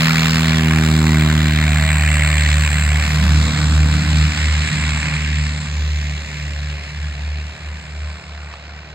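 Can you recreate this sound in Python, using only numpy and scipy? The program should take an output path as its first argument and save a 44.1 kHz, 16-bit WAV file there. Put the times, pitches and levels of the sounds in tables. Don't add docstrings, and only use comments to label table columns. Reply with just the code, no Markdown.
import sys
import numpy as np
from scipy import signal
from scipy.io import wavfile
from scipy.ndimage import uniform_filter1d

SR = 44100
rng = np.random.default_rng(int(sys.argv[2]) if len(sys.argv) > 2 else 0)


def to_linear_factor(level_db):
    exponent = np.asarray(level_db, float) / 20
    return 10 ** exponent


def output_pcm(signal):
    pcm = np.clip(np.atleast_2d(signal).T, -1, 1) * 32767
    wavfile.write(sys.argv[1], SR, np.round(pcm).astype(np.int16))


N = 394254


def rms_one(x):
    return x / np.sqrt(np.mean(x ** 2) + 1e-20)


def in_time(rows):
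    s, *columns = np.transpose(rows)
    return [np.interp(np.arange(N) / SR, s, column) for column in columns]


def at_hz(points, hz):
    table_hz, values = np.array(points)[:, 0], np.array(points)[:, 1]
    return np.interp(np.log(hz), np.log(table_hz), values)


def add_db(*levels_db):
    return 10 * np.log10(sum(to_linear_factor(db) ** 2 for db in levels_db))


def drift(corner_hz):
    pole = np.exp(-2 * np.pi * corner_hz * 40 / SR)
    noise = rng.standard_normal(N // 40 + 2002)
    slow = signal.lfilter([1], [1, -2 * pole, pole * pole], noise)[2000:]
    return np.interp(np.arange(N) / 40, np.arange(len(slow)), rms_one(slow - slow.mean()))


def line(turns, level_db, flutter_db):
    level = to_linear_factor(level_db + flutter_db * drift(6.2))
    return np.sqrt(2) * level * np.cos(2 * np.pi * turns)


def order_levels(first_db, second_db):
    # multiple, start_db, loss_db_per_s
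    fades = [(1.5, -39, 1.5), (3, -38, 3.8), (4, -42.5, 3), (5, -50, 2), (6, -58, 2), (5.5, -68, 1.5),
             (6.5, -70, 1), (7.5, -64, 1), (8.5, -68, -1)]
    # multiple, peak_s, peak_db, time_to_6db_down_s
    swells = [(3, 0.96, -22.5, .7), (3, .1, -28.5, .4), (4, 1.06, -28, .5), (4, 2.18, -42, .5),
              (3, 2.6, -40, 0.3), (5, 1, -34.5, .45), (5, 0.29, -40.5, 0.35), (6, 0.61, -43, 0.82),
              (1.5, 3.58, -32, 0.75), (4, 3.862, -35, .5), (8.5, 1.92, -43, 0.5), (7.5, 2.32, -46.5, .35),
              (8.5, 3.3, -48.5, .5), (7.5, 3.1, -48.5, 1.2), (6.5, 3.67, -48, 0.7), (5.5, 4.5, -54, 2.6),
              (7.5, 5.62, -57.5, 2.5), (8.5, 6.2, -60.5, 4)]
    s = np.arange(0, N, 64) / SR
    levels_db = {1: first_db, 2: second_db}
    for k, start_db, loss_db_per_s in fades:
        swells_db = [peak_db - 6 * ((s - peak_s) / width_s) ** 2
                     for multiple, peak_s, peak_db, width_s in swells if multiple == k]
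        level_db = add_db(start_db - loss_db_per_s * s, *swells_db)
        levels_db[k] = np.interp(np.arange(N) / SR, s, level_db)
    return levels_db


def tone(firings, strong_db, gained, echo_db):
    order_turns = [(1, 0), (1.5, .5), (2, .18), (3, .32), (4, .63), (5, .08)]
    # multiple, multiple_followed, level_against_it_db
    weak_orders = [(.5, 1.5, -16), (2.5, 1.5, -0.5), (3.5, 1.5, -17.5), (4.5, 1.5, -17), (7, 6, -1.5),
                   (8, 6, -2), (9, 6, -6), (10, 6, -1.5), (9.5, 8.5, 0), (10.5, 8.5, -8), (11.5, 8.5, -16)]
    pan_db, pan_db_per_s = -1.2, 0.14

    out = sum(line(k * firings + turn, strong_db[k], flutter_db=0.23 * k) for k, turn in order_turns)
    out += sum(line(k * firings + rng.random(), db, flutter_db=1.15 + 4.5 * (k % 1))
               for k, db in strong_db.items() if k > 5)
    out += sum(line(k * firings + rng.random(), strong_db[leader] + db, flutter_db=1.36 + 4.4 * (k % 1))
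               for k, leader, db in weak_orders)

    echo_firings = firings + gained
    out += sum(line((k + 1) * echo_firings, db, flutter_db=1.2 + 1.0 * k)
               for k, db in enumerate(echo_db))
    out += line(4 * echo_firings + 0.28, echo_db[2] - 10.5, flutter_db=3.5)
    out += to_linear_factor(echo_db[1] - 11.0) * drift(13.4) * np.cos(4 * np.pi * echo_firings)

    late = np.r_[np.zeros(6), out[:-6]]
    pan = to_linear_factor(np.outer([.5, -.5], pan_db + pan_db_per_s * np.arange(N) / SR))
    return np.array([late, out]) * pan


def bursts(firings, sharpness, uneven_db, pair_db):
    turns = firings + .3
    number = np.floor(turns + .5).astype(int)
    number -= number.min()
    strength_db = uneven_db * rng.standard_normal(2000)[number] + pair_db * (number % 2)
    shape = np.cos(2 * np.pi * turns)
    shape += -0.25 * np.sin(4 * np.pi * turns) + 0.1 * np.cos(4 * np.pi * turns)
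    return rms_one(to_linear_factor(strength_db) * np.exp(sharpness * shape))


def patches(hz, frames):
    cells = uniform_filter1d(rng.standard_normal((32, frames)), size=9, axis=1) * 3
    rows = np.clip(3 * np.log2(hz / 20), 0, 31)
    below = np.minimum(rows.astype(int), 30)
    return cells[below] + (rows - below)[:, None] * (cells[below + 1] - cells[below])


def zone_levels(s, rumble_db):
    # time_s, 1.6-3.1_khz_db, 1-1.6_khz_db, 3.1-5.8_khz_db, 7.2-9_khz_db
    hiss_bands = [(0.03, -23.5, -25, -26.5, -37), (0.58, -26.5, -30.5, -30, -38),
                  (0.63, -24.5, -28, -33, -41), (0.97, -29, -29.5, -32.5, -36.5),
                  (1.54, -26, -31.5, -33, -40.5), (1.72, -25, -30.5, -34, -35),
                  (2.14, -22.5, -32, -35.5, -30.5), (2.49, -24, -32.5, -31, -32),
                  (2.81, -26.5, -32.5, -35.5, -31.5), (3.21, -29.5, -33.5, -32, -41.5),
                  (3.73, -32.5, -31, -32.5, -35.5), (3.8, -32, -33, -34, -40.5),
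                  (4.65, -27, -35.5, -32, -36.5), (4.89, -29.5, -34, -34, -37),
                  (5.04, -27.5, -33, -34.5, -39), (5.34, -29.5, -41.5, -36.5, -43),
                  (5.61, -37.5, -40.5, -39, -42.5), (5.81, -36.5, -44, -39, -53),
                  (6.38, -36.5, -45, -41.5, -51.5), (7.4, -40, -46.5, -46, -58.5),
                  (8.15, -44, -45.5, -47.5, -54.5), (8.94, -45.5, -46.5, -51, -69)]
    # time_s, 9-12.5_khz_db, above_12.5_khz_db
    treble_bands = [(0.0, -39.5, -41), (0.22, -44.5, -43), (0.62, -46, -48), (2.56, -52.5, -49.5),
                    (3.3, -49, -55), (3.5, -56.5, -56), (3.82, -55, -57), (5.25, -62, -65),
                    (5.59, -67, -75), (5.79, -63, -64), (7.52, -69, -80.5), (8.85, -87, -82)]
    middle, low, upper, peak = (np.interp(s, hiss_bands_s, column)
                                for hiss_bands_s, *columns in [np.transpose(hiss_bands)]
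                                for column in columns)
    treble_s, *treble_db = np.transpose(treble_bands)
    top = [np.interp(s, treble_s, column) for column in treble_db]

    # level when 1-1.6 kHz is at -33 dB, and share of its swing
    under = [db + share * (low + 33) for db, share in [(-48, 0.4), (-39.5, 0.75)]]
    fill_s, fill_db, fill_width_s = 6, 4.3, 0.5
    gap = upper - 8.5 + fill_db * np.exp(-((s - fill_s) / fill_width_s) ** 2)
    return np.array([rumble_db, *under, low, middle, upper, gap, peak, *top])


def hiss(firings, gained, rumble_db):
    zone_edges_hz = [300, 540, 1000, 1600, 3100, 5800, 7200, 9000, 12500]
    # pitch_hz, density_db_per_hz
    hiss_colour = [(12, -39), (28, -12), (45, -7), (100, 1.5), (190, 2), (260, -5), (330, -9), (430, -8),
                   (900, -7), (1340, -9), (1750, 0), (2330, 0), (3110, -11.5), (4150, -4.5), (5750, -19.5),
                   (6330, -19), (7060, -10), (7600, -4.5), (8000, -9.5), (8760, -24), (10000, -34),
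                   (12600, -38.5), (15100, -37)]
    # pitch_hz, left_over_right_db
    port_balance = [(60, -7.5), (200, -4), (500, -3.5), (1170, -.5), (1900, -0.5), (2600, -0.5),
                    (3200, -13), (3800, 2), (4300, 3), (5200, 5), (6100, -10), (7000, -5), (8000, -2.5),
                    (9800, -0.5), (15000, -2)]
    # pitch_hz, left_lead_rad
    port_phase = [(300, -.1), (1200, -.2), (2400, -.9), (3200, -2.8), (4150, -5.8), (5000, -7.4),
                  (5800, -9.0), (6600, -11.6), (7600, -12.2), (9500, -15), (16000, -18)]
    # pitch_hz, likeness_0_to_1
    port_likeness = [(60, .99), (300, .96), (700, .85), (2000, .86), (4000, .81), (8000, .7), (15000, .5)]
    # time_s, lag_ms
    port_lag = [(0, 0.038), (2, -.028), (3.2, 0.02), (8.94, 0.03)]
    sharpness = 0.77
    echo_share_max, echo_from_s, echo_rise_s = 0.46, 2.55, 1

    t = np.arange(N) / SR
    lag_ms, = in_time(port_lag)
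    echo_share = np.clip(echo_share_max * np.tanh((t - echo_from_s) / echo_rise_s), 0, 1)
    direct = np.sqrt(1 - echo_share) * bursts(firings, sharpness, uneven_db=.6, pair_db=1.2)
    echo = np.sqrt(echo_share) * bursts(firings + gained, 0.12 * sharpness, uneven_db=1.2, pair_db=-0.1)
    white = rng.standard_normal((2, 2, N))
    hz, s, puffed = signal.stft(direct * white[0] + echo * white[1], SR, nperseg=2048, noverlap=1536)
    steady = signal.stft(white[1], SR, nperseg=2048, noverlap=1536)[2]
    hz = np.maximum(hz, 1)
    at = np.minimum((s * SR).astype(int), N - 1)

    zone = np.searchsorted(zone_edges_hz, hz)
    shared, own = np.where(zone[:, None] == 0, steady, puffed)
    colour = to_linear_factor(at_hz(hiss_colour, hz)) * (hz < 15950)
    levels_db = zone_levels(s, rumble_db[at])
    levels_db -= 10 * np.log10(np.bincount(zone, colour ** 2) / len(hz))[:, None]
    octaves_above = np.log2(hz[:, None] / np.r_[1e-9, zone_edges_hz, 1e9])
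    blend = -np.diff(np.clip(octaves_above / .2 + .5, 0, 1))
    gain = colour[:, None] * to_linear_factor(blend @ levels_db + 0.94 * patches(hz, len(s)))

    alike = np.clip(at_hz(port_likeness, hz), 0, 1)[:, None]
    lag_rad = 2 * np.pi * np.outer(hz, lag_ms[at] / 1000)
    turned = np.exp(1j * (lag_rad - at_hz(port_phase, hz)[:, None]))
    right = alike * turned * shared + np.sqrt(1 - alike ** 2) * own
    tilt = to_linear_factor(.5 * at_hz(port_balance, hz))[:, None]
    sum_power = abs(tilt + alike * turned / tilt) ** 2 + (1 - alike ** 2) / tilt ** 2
    gain = gain * 2 / np.sqrt(sum_power)
    ports = gain * np.array([shared * tilt, right / tilt])
    return signal.istft(ports, SR, nperseg=2048, noverlap=1536)[1][:, :N]


def tick():
    # start_s, level_db
    tick_starts = [(8.539, -22)]
    # pitch_hz, level_against_tick_db, t60_s
    tick_modes = [(1200, -1, .013), (1750, -7, .008), (2600, -5, .007), (4200, -4, .007)]
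    out = np.zeros(N)
    age_s = np.arange(2000) / SR
    for start_s, tick_db in tick_starts:
        for hz, mode_db, t60_s in tick_modes:
            envelope = to_linear_factor(tick_db + mode_db - 60 * age_s / t60_s)
            out[round(start_s * SR):][:2000] += envelope * np.sin(2 * np.pi * hz * age_s)
    return signal.sosfilt(signal.butter(4, 6500., fs=SR, output="sos"), out)


def scene():
    # time_s, firing_rate_hz, first_multiple_db, second_multiple_db
    direct_pass = [(0.0, 79.97, -32, -15.5), (0.4, 80.08, -23, -17), (0.8, 78.44, -19, -15),
                   (1.2, 77.27, -18, -15.5), (1.6, 76.14, -17, -19), (2.4, 74.86, -15, -23),
                   (2.8, 74.56, -16.5, -24), (3.2, 74.67, -16, -26), (4.0, 73.64, -22, -47),
                   (5.2, 73.2, -23.5, -51), (6.0, 72.94, -31, -41), (6.4, 72.97, -25.5, -33),
                   (6.8, 72.86, -29.5, -35.5), (7.2, 72.9, -24, -39), (7.6, 72.74, -31.5, -54),
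                   (8.94, 72.32, -38, -50)]
    # time_s, path_gained_wavelengths, first_multiple_db, second_multiple_db
    echo_pass = [(1.6, 0.48, -50, -42), (2.2, 2.4, -34, -43), (2.6, 3.07, -32, -34),
                 (3.0, 4.24, -29.5, -28), (3.4, 5.17, -17.5, -18.5), (4.0, 6.4, -16.5, -19.5),
                 (4.4, 7.67, -18, -26), (4.75, 8.56, -22.5, -21), (5.0, 9.24, -32, -22.5),
                 (5.2, 9.75, -28, -24.5), (5.45, 10.16, -23, -26.5), (5.8, 10.79, -19, -31.5),
                 (6.15, 11.2, -29, -35), (6.4, 11.61, -31, -37.5), (6.9, 12.45, -34, -43),
                 (7.25, 13.85, -31, -41.5), (7.6, 14.54, -33, -42.5), (7.85, 15.55, -37, -41.5),
                 (8.05, 16.08, -30, -45), (8.25, 16.56, -33.5, -48.5), (8.6, 17.49, -45, -47.5),
                 (8.94, 18.76, -47, -47)]
    rate_hz, first_db, second_db = in_time(direct_pass)
    gained, *echo_db = in_time(echo_pass)
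    firings = np.cumsum(rate_hz) / SR
    rumble_db = add_db(first_db - 18.5, second_db - 18.5, echo_db[1] - 10.5)
    echo_db.append(echo_db[1] - 15)
    lines = tone(firings, order_levels(first_db, second_db), gained, echo_db)
    return lines + hiss(firings, gained, rumble_db) + tick()


def low_pass(x):
    return signal.sosfilt(signal.butter(12, 16920, fs=SR, output="sos"), x)


def record(dry):
    mix = 1.431 * np.tanh(dry / 1.36)
    return low_pass(mix)


dry = scene()
out = record(dry)
output_pcm(out)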